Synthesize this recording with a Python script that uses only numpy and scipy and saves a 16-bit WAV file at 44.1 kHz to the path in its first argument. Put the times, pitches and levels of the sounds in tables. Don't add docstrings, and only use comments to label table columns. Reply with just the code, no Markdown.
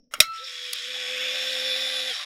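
import sys
import numpy as np
from scipy import signal
from scipy.fft import rfft, irfft
from scipy.io import wavfile

SR = 44100
rng = np.random.default_rng(int(sys.argv[2]) if len(sys.argv) > 2 else 0)


def boost(x):
    u = np.asarray(x, float) / 20
    return 10 ** u


def output_pcm(signal):
    pcm = np.clip(np.atleast_2d(signal).T, -1, 1) * 32767
    wavfile.write(sys.argv[1], SR, np.round(pcm).astype(np.int16))


N = 99225
TIME_S = np.arange(N) / SR
BIN_HZ = np.arange(N // 2 + 1) * SR / N


def rms_one(x):
    return x / np.sqrt(np.mean(x ** 2) + 1e-20)


def in_time(rows):
    s, *columns = np.transpose(rows)
    return [np.interp(TIME_S, s, c) for c in columns]


def drift(rate_hz):
    r = np.exp(-2 * np.pi * rate_hz / SR)
    wander = signal.lfilter([1], [1, -2 * r, r * r], rng.standard_normal(N + 9000))
    return rms_one(wander[9000:])


def colour(x, spectrum, peaks=()):
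    spectrum_hz, spectrum_db = np.transpose(spectrum)
    hz = np.maximum(BIN_HZ, 1)
    db = np.interp(np.log(hz), np.log(spectrum_hz), spectrum_db)
    for peak_hz, width_hz, peak_db in peaks:
        db = db + peak_db / (1 + (2 * (hz - peak_hz) / width_hz) ** 2)
    return rms_one(irfft(rfft(x) * boost(db), N))


def ring(x, hz, t60):
    r, w = boost(-60 / (t60 * SR)), 2 * np.pi * hz / SR
    return signal.lfilter([0, np.sin(w)], [1, -2 * r * np.cos(w), r * r], x + 1e-18)


def click_at(s):
    click = np.zeros(N)
    click[int(s * SR)] = 1
    return click


def band(x, hz, octaves, order=1):
    edges = np.clip(hz * 2. ** (np.array([-.5, .5]) * octaves), 30, .45 * SR)
    return signal.sosfilt(signal.butter(order, edges, "band", fs=SR, output="sos"), x)


def thin(x):
    return signal.sosfilt(signal.butter(4, 600, "high", fs=SR, output="sos"), x)


def dips(x, table):
    for hz, width, depth in table:
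        peak = signal.lfilter(*signal.iirpeak(hz, hz / width, fs=SR), x)
        x = x - np.clip(depth, 0, 1) * peak
    return x


def struck(hits, modes):
    s, db = np.transpose(hits)
    chance_db = rng.normal(0, 1.5, (len(s), len(modes)))
    out = np.zeros(N)
    for k, (hz, mode_db, t60) in enumerate(modes):
        clicks = np.zeros(N)
        clicks[(s * SR).astype(int)] = boost(db + mode_db + chance_db[:, k])
        out = out + (-1) ** k * ring(clicks, hz, t60)
    return out


# t/s, hum level/dB, gear level/dB, mesh share level/dB
MOTOR = [(.27, -91, -62, -6), (.36, -63, -40.5, -38), (.43, -47.5, -43.5, -2), (.47, -61, -38, -6),
         (.69, -51, -36.5, -4.5), (.79, -61.5, -33.5, -9.5), (.89, -46, -34.5, -8),
         (1.06, -46.5, -33.5, -0.5), (1.12, -40.5, -32.5, -4), (1.3, -40.5, -30.5, -3.5),
         (1.5, -40, -29, -5.5), (1.7, -39, -29, -2), (1.9, -41, -29, -3), (2.1, -42.5, -30, -4),
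         (2.135, -39, -30.5, -7), (2.155, -58, -31.5, -25), (2.19, -82, -33.5, -29), (2.25, -88, -35, -29)]
# t/s, f/Hz
SPEED = [(.27, 300), (.38, 458), (.44, 534), (.5, 495.5), (.63, 498), (.7, 493.5), (.82, 491), (.95, 509),
         (1.03, 502), (1.2, 509), (1.5, 520), (1.56, 514.5), (1.9, 523.5), (1.99, 516.5), (2.095, 516),
         (2.13, 455), (2.165, 396), (2.25, 290)]
FULL_SPEED_HZ = 490


def motor():
    hz, = in_time(SPEED)
    hum_db, gear_db, mesh_db = in_time(MOTOR)
    turn = 2 * np.pi * np.cumsum(hz) / SR
    slow_hz = np.maximum(FULL_SPEED_HZ - hz, 0)
    on = np.clip((TIME_S - MOTOR[0][0]) / 0.079 + .5, 0, 1)
    hum = boost(hum_db - .4 * slow_hz) * rotor_hum(turn)
    whine = boost(0.26 * (mesh_db + 12.0)) * brush_whine(hz, turn)
    mesh = boost(mesh_db + 3.5) * tooth_mesh(hz, turn, slow_hz)
    gears = boost(gear_db) * (whine + mesh + boost(-5.0) * gear_rattle(turn))
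    return on * np.sqrt(2) * (hum + gears)


HUM_ORDERS = [1, 1.5, 2, 2.5, 3, 3.5, 4]
HUM_DB = [-1, -71, -20.5, -21, -21, -9.5, -44]


def rotor_hum(turn):
    hum = np.zeros(N)
    for order, db in zip(HUM_ORDERS, HUM_DB):
        phase = order * (turn + 0.54 * drift(7.7)) + rng.uniform(0, 7.4)
        hum += boost(db + 0.98 * drift(10.4)) * np.sin(phase)
    loaded_s, idle_db = 0.71, -19
    idle = np.clip((loaded_s - TIME_S) / 0.04, 0, 1)
    wobble_db = -20 + idle_db * idle + 1.6 * drift(7.4)
    return hum + boost(wobble_db) * np.sin(turn / 2 + 0.35 * drift(21))


MESH_ORDERS = [1.75, 2.22, 3, 3.72, 3.84, 4.5, 4.7, 5, 6.38, 6.55, 6.71, 6.875, 7.045, 7.21, 9.62, 10.1,
               10.5, 21]
MESH_DB = [-36.5, -28, -20, -21.5, -18.5, -21, -15.5, -36, -23, -17, -5, -11.5, -12.5, -13.5, -18.5, -24,
           -13, -46]


def tooth_mesh(hz, turn, slow_hz):
    mesh = np.zeros(N)
    for order, db in zip(MESH_ORDERS, MESH_DB):
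        wander = 2 * np.pi * np.cumsum(.001 * drift(25.0) * hz) / SR
        level_db = db + 2.16 * drift(12.0) - (order > 9) * .5 * slow_hz
        mesh += boost(level_db) * np.sin(order * (turn + wander) + rng.uniform(0, 6.73))
    return mesh


# f/Hz, level/dB per Hz
SHELL = [(180, -89), (300, -71), (468, -47), (509, -14), (984, -18), (3570, 0), (4280, -3), (5390, -13),
         (15500, -32)]
# f/Hz, width/Hz, level/dB
SHELL_PEAKS = [(585, 20, 15), (747, 24, 15), (830, 69, 13), (1104, 34, 11.5), (1690, 780, 4),
               (2500, 60, 7.5), (3845, 200, -3.5), (3870, 190, 6), (4240, 270, -8), (5420, 430, 10),
               (6760, 270, 5.5), (937, 210, -22), (383, 67, -16), (200, 100, -3)]


def gear_rattle(turn):
    grains_per_s, spread_db, shaft_ratio = 6000, 2, 1 / 6
    hits = rng.random(N) < grains_per_s / SR
    size = boost(spread_db * np.minimum(rng.exponential(1, N), 4))
    grains = hits * size * rng.choice([-1, 1], N)
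    throb = (1 + 0.033 * np.sin(turn / 2)) * (1 + 0.16 * np.sin(shaft_ratio * turn))
    throb = throb * boost(.5 * drift(20))
    rattle = patchy(colour(grains * throb, SHELL, SHELL_PEAKS))
    drag_hz, drag_width_hz, slack_db, catch_s, catch_rise_s = 814, 286, -26, 0.94, 0.0088
    drag = irfft(rfft(rattle) * np.exp(-((BIN_HZ - drag_hz) / drag_width_hz) ** 4), N)
    slack = np.clip((catch_s - TIME_S) / catch_rise_s, 0, 1)
    return rattle - slack * (1 - boost(slack_db)) * drag


def patchy(x):
    place = np.clip(3 * np.log2(np.maximum(BIN_HZ, 1) / 400), 0, 15)
    spectrum = rfft(x)
    out = np.zeros(N)
    for k in range(16):
        share = np.clip(1 - abs(place - k), 0, 1)
        swell_db = 1.3 * (1.5 * drift(0.68) + 0.84 * drift(5.5))
        out += boost(swell_db) * irfft(spectrum * share, N)
    return out


# f/Hz, level/dB re gears
CAN = [(3000, -64), (7000, -25.5), (8600, -39), (10100, -24), (11700, -32), (13200, -52), (15500, -76),
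       (22000, -120)]


def brush_whine(hz, turn):
    cold_db, warm_s, warm_width_s = -14, 1.47, 0.15
    cold = cold_db / (1 + np.exp((TIME_S - warm_s) / warm_width_s))
    whine = np.zeros(N)
    for order in 13.5 + 3 * np.arange(10):
        db = np.interp(order * hz, *np.transpose(CAN)) + 2.0 * drift(45)
        db = db + (order == 19.5) * cold
        whine += boost(db) * np.sin(order * turn + 0.73 * drift(69))
    return whine


# t/s, level/dB
LATCH_HITS = [
    (.2021, -13),
    (.2039, -1),
    (.2047, -2),
    (.2055, -2),
    (.2063, -4),
    (.2071, -9),
]
# f/Hz, level/dB, t60/s
LATCH = [(625, -17, .04), (2143, -11, .012), (2490, -10, .012), (2850, -9, .01), (3150, -5, .009),
         (3420, -4, .009), (3640, -6, .009), (3965, -15, .075), (4620, -12, .02), (4900, -11, .009),
         (5450, -10, .009), (5770, -13, .016), (10300, -14, .006), (11600, -15, .008)]


def latch_snap():
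    return struck(LATCH_HITS, LATCH)


SPRING_HZ = [1324.5, 2652, 3981, 4211]
# level/dB, t60/s
SPRING = [(-26.5, 2.2), (-34.5, 0.63), (-23.5, 0.19), (-32.5, 0.43)]
# t/s, level/dB
SPRING_SWELL = [(.204, -10), (.228, -5.5), (.27, -6.5), (.302, 0), (.435, -7), (.452, -17), (.6, -22)]


def latch_ring():
    click = click_at(SPRING_SWELL[0][0])
    spring = sum(boost(db) * ring(click, hz, t60) for hz, (db, t60) in zip(SPRING_HZ, SPRING))
    thump_db, thump_s = -20, 0.0023
    thump = np.convolve(click, np.hanning(int(thump_s * SR)))[:N]
    return spring * boost(in_time(SPRING_SWELL)[0]) + boost(thump_db) * thump


# t/s, peak level/dB, burst t60/s, centre f/Hz, width/octaves
KNOCKS = [(0.111, -53.5, 1, 1800, 4.1), (0.12, -53.5, 1, 2980, 5.6), (0.138, -18, 0.041, 1530, 0.27),
          (0.1387, -17, 0.038, 2740, 0.4), (0.1379, -20, 0.029, 6700, 1.24), (0.142, -31, 0.022, 4000, 2.8),
          (.1425, -21, .02, 6600, .2), (0.15, -32, 0.13, 2090, 1.76), (0.171, -50, 0.067, 2500, 3.2),
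          (0.182, -38, 0.11, 398, 2), (0.1915, -43, 0.011, 8000, 2.3), (0.195, -34, 0.016, 400, 2.4),
          (0.2022, -9, 0.01, 4900, 0.53), (0.203, 4.5, 0.018, 4640, 1.93), (0.204, 0.5, 0.018, 10400, 0.35),
          (0.2075, -8.5, 0.07, 4200, 1.24), (0.2075, -19, 0.081, 10000, 1.1), (0.269, -50, 0.58, 70.5, 1.8),
          (0.2103, -19.5, 0.15, 3160, 1.92), (0.441, -26, 0.36, 4970, 0.3), (0.731, -22, 0.0053, 9500, 1.2),
          (0.7334, -14, 0.012, 7000, 1.8), (0.732, -29.5, 0.028, 1150, 0.22),
          (0.7335, -25, 0.021, 4750, 1.1), (.757, -37, 0.017, 10000, 1), (.955, -36.5, 0.22, 810, 0.4),
          (2.15, -38, 1, 1090, 0.16), (2.185, -31, 0.79, 1125, 0.25), (2.13, -20, 0.94, 3650, 0.11),
          (2.13, -26.5, 0.47, 5420, 0.097), (2.21, -22, .03, 5450, 0.16), (2.187, -18, 0.025, 3650, .12),
          (2.007, -15, .008, 3500, 0.44), (.335, -36.5, 1, 5300, 0.16), (0.379, -27.5, 0.9, 3620, 0.26)]
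# f/Hz, level/dB
DOOR = [(600, -1.5), (1430, 8), (2150, 9), (2850, -11), (3300, -1.5), (3989, 0.5), (5600, 2.5), (6900, -4)]


def knocks():
    out, t = np.zeros(N + SR), np.arange(SR // 2) / SR
    crack_db, tail_db, tail_stretch, door_t60_s = 4, -42, 5.3, .009
    for s, db, t60, hz, octaves in KNOCKS:
        decay = boost(-60 * t / t60) + boost(tail_db - 60 * t / (tail_stretch * t60))
        burst = rng.standard_normal(len(t)) * decay
        rung = sum(boost(mode_db - 22) * ring(burst, mode_hz, door_t60_s) for mode_hz, mode_db in DOOR)
        start = int(s * SR)
        knock = band(rung + boost(crack_db) * burst, hz, octaves, order=2)
        out[start:start + len(t)] += boost(db - 4.5) * knock
    small = int(.6 * SR)
    out[small:] = thin(out[small:])
    return out[:N]


# f/Hz, level/dB, t60/s
TOUCH = [(1400, -15, .022), (2850, -23, .03), (600, -30, .05)]


def touch():
    click = click_at(.1381)
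    return sum(boost(db) * ring(click, hz, t60) for hz, db, t60 in TOUCH)


# t/s, level/dB
PAWL_HITS = [
    (.7309, -25),
    (.7324, -19),
    (.7354, -26),
]
# f/Hz, level/dB, t60/s
PAWL = [(2350, -4, .006), (3100, -7, .006), (4250, 0, .006), (4750, 0, .006), (6500, -10, .004),
        (9000, -6, .005), (11000, -5, .004)]


def pawl_tick():
    return struck(PAWL_HITS, PAWL)


def strain():
    centre_s, width_s = 1.24, 0.22
    swell = np.exp(-((TIME_S - centre_s) / width_s) ** 2)
    return boost(-35) * swell * rms_one(band(rng.standard_normal(N), 2490, 0.43, order=2))


# t/s, level/dB
HANDS = [(0, -56), (.1, -67), (.13, -59), (.24, -57.5), (.33, -80), (.45, -80), (.52, -105), (2.1, -105),
         (2.15, -77), (2.25, -80)]
# f/Hz, level/dB per Hz
FLOOR = [(25, -2.5), (92, -34), (266, -8), (380, -32), (490, -17), (1000, -53), (4500, -53), (5500, -22),
         (6500, -54), (9000, -100)]


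def hands():
    return boost(in_time(HANDS)[0] + 2.7 * drift(9.0)) * colour(rng.standard_normal(N), FLOOR)


# f/Hz, width/Hz, depth/0-1
DIPS = [(942, 780, 0.26), (384, 98, 1), (1640, 260, .4)]


def scene():
    let_go_s, fade_s = 2.25, .008
    fade = np.clip((let_go_s - TIME_S) / fade_s, .02, 1)
    blows = knocks() + thin(touch() + latch_snap() + pawl_tick())
    mix = motor() + dips(blows, DIPS) + latch_ring() + strain() + hands()
    return (fade * mix)[None]


# f/Hz, width/Hz, depth/0-1
HOLLOWS = [(970, 180, 1), (346, 59, 0.74)]


def hollow(x):
    return dips(x, HOLLOWS)


def roll_off(x):
    return signal.sosfilt(signal.butter(12, 15640, fs=SR, output="sos"), x)


def record(dry):
    overload = 1.0
    heard = hollow(np.clip(dry, -overload, overload))
    return roll_off(np.clip(heard, -overload, overload))


dry = scene()
out = record(dry)
output_pcm(out)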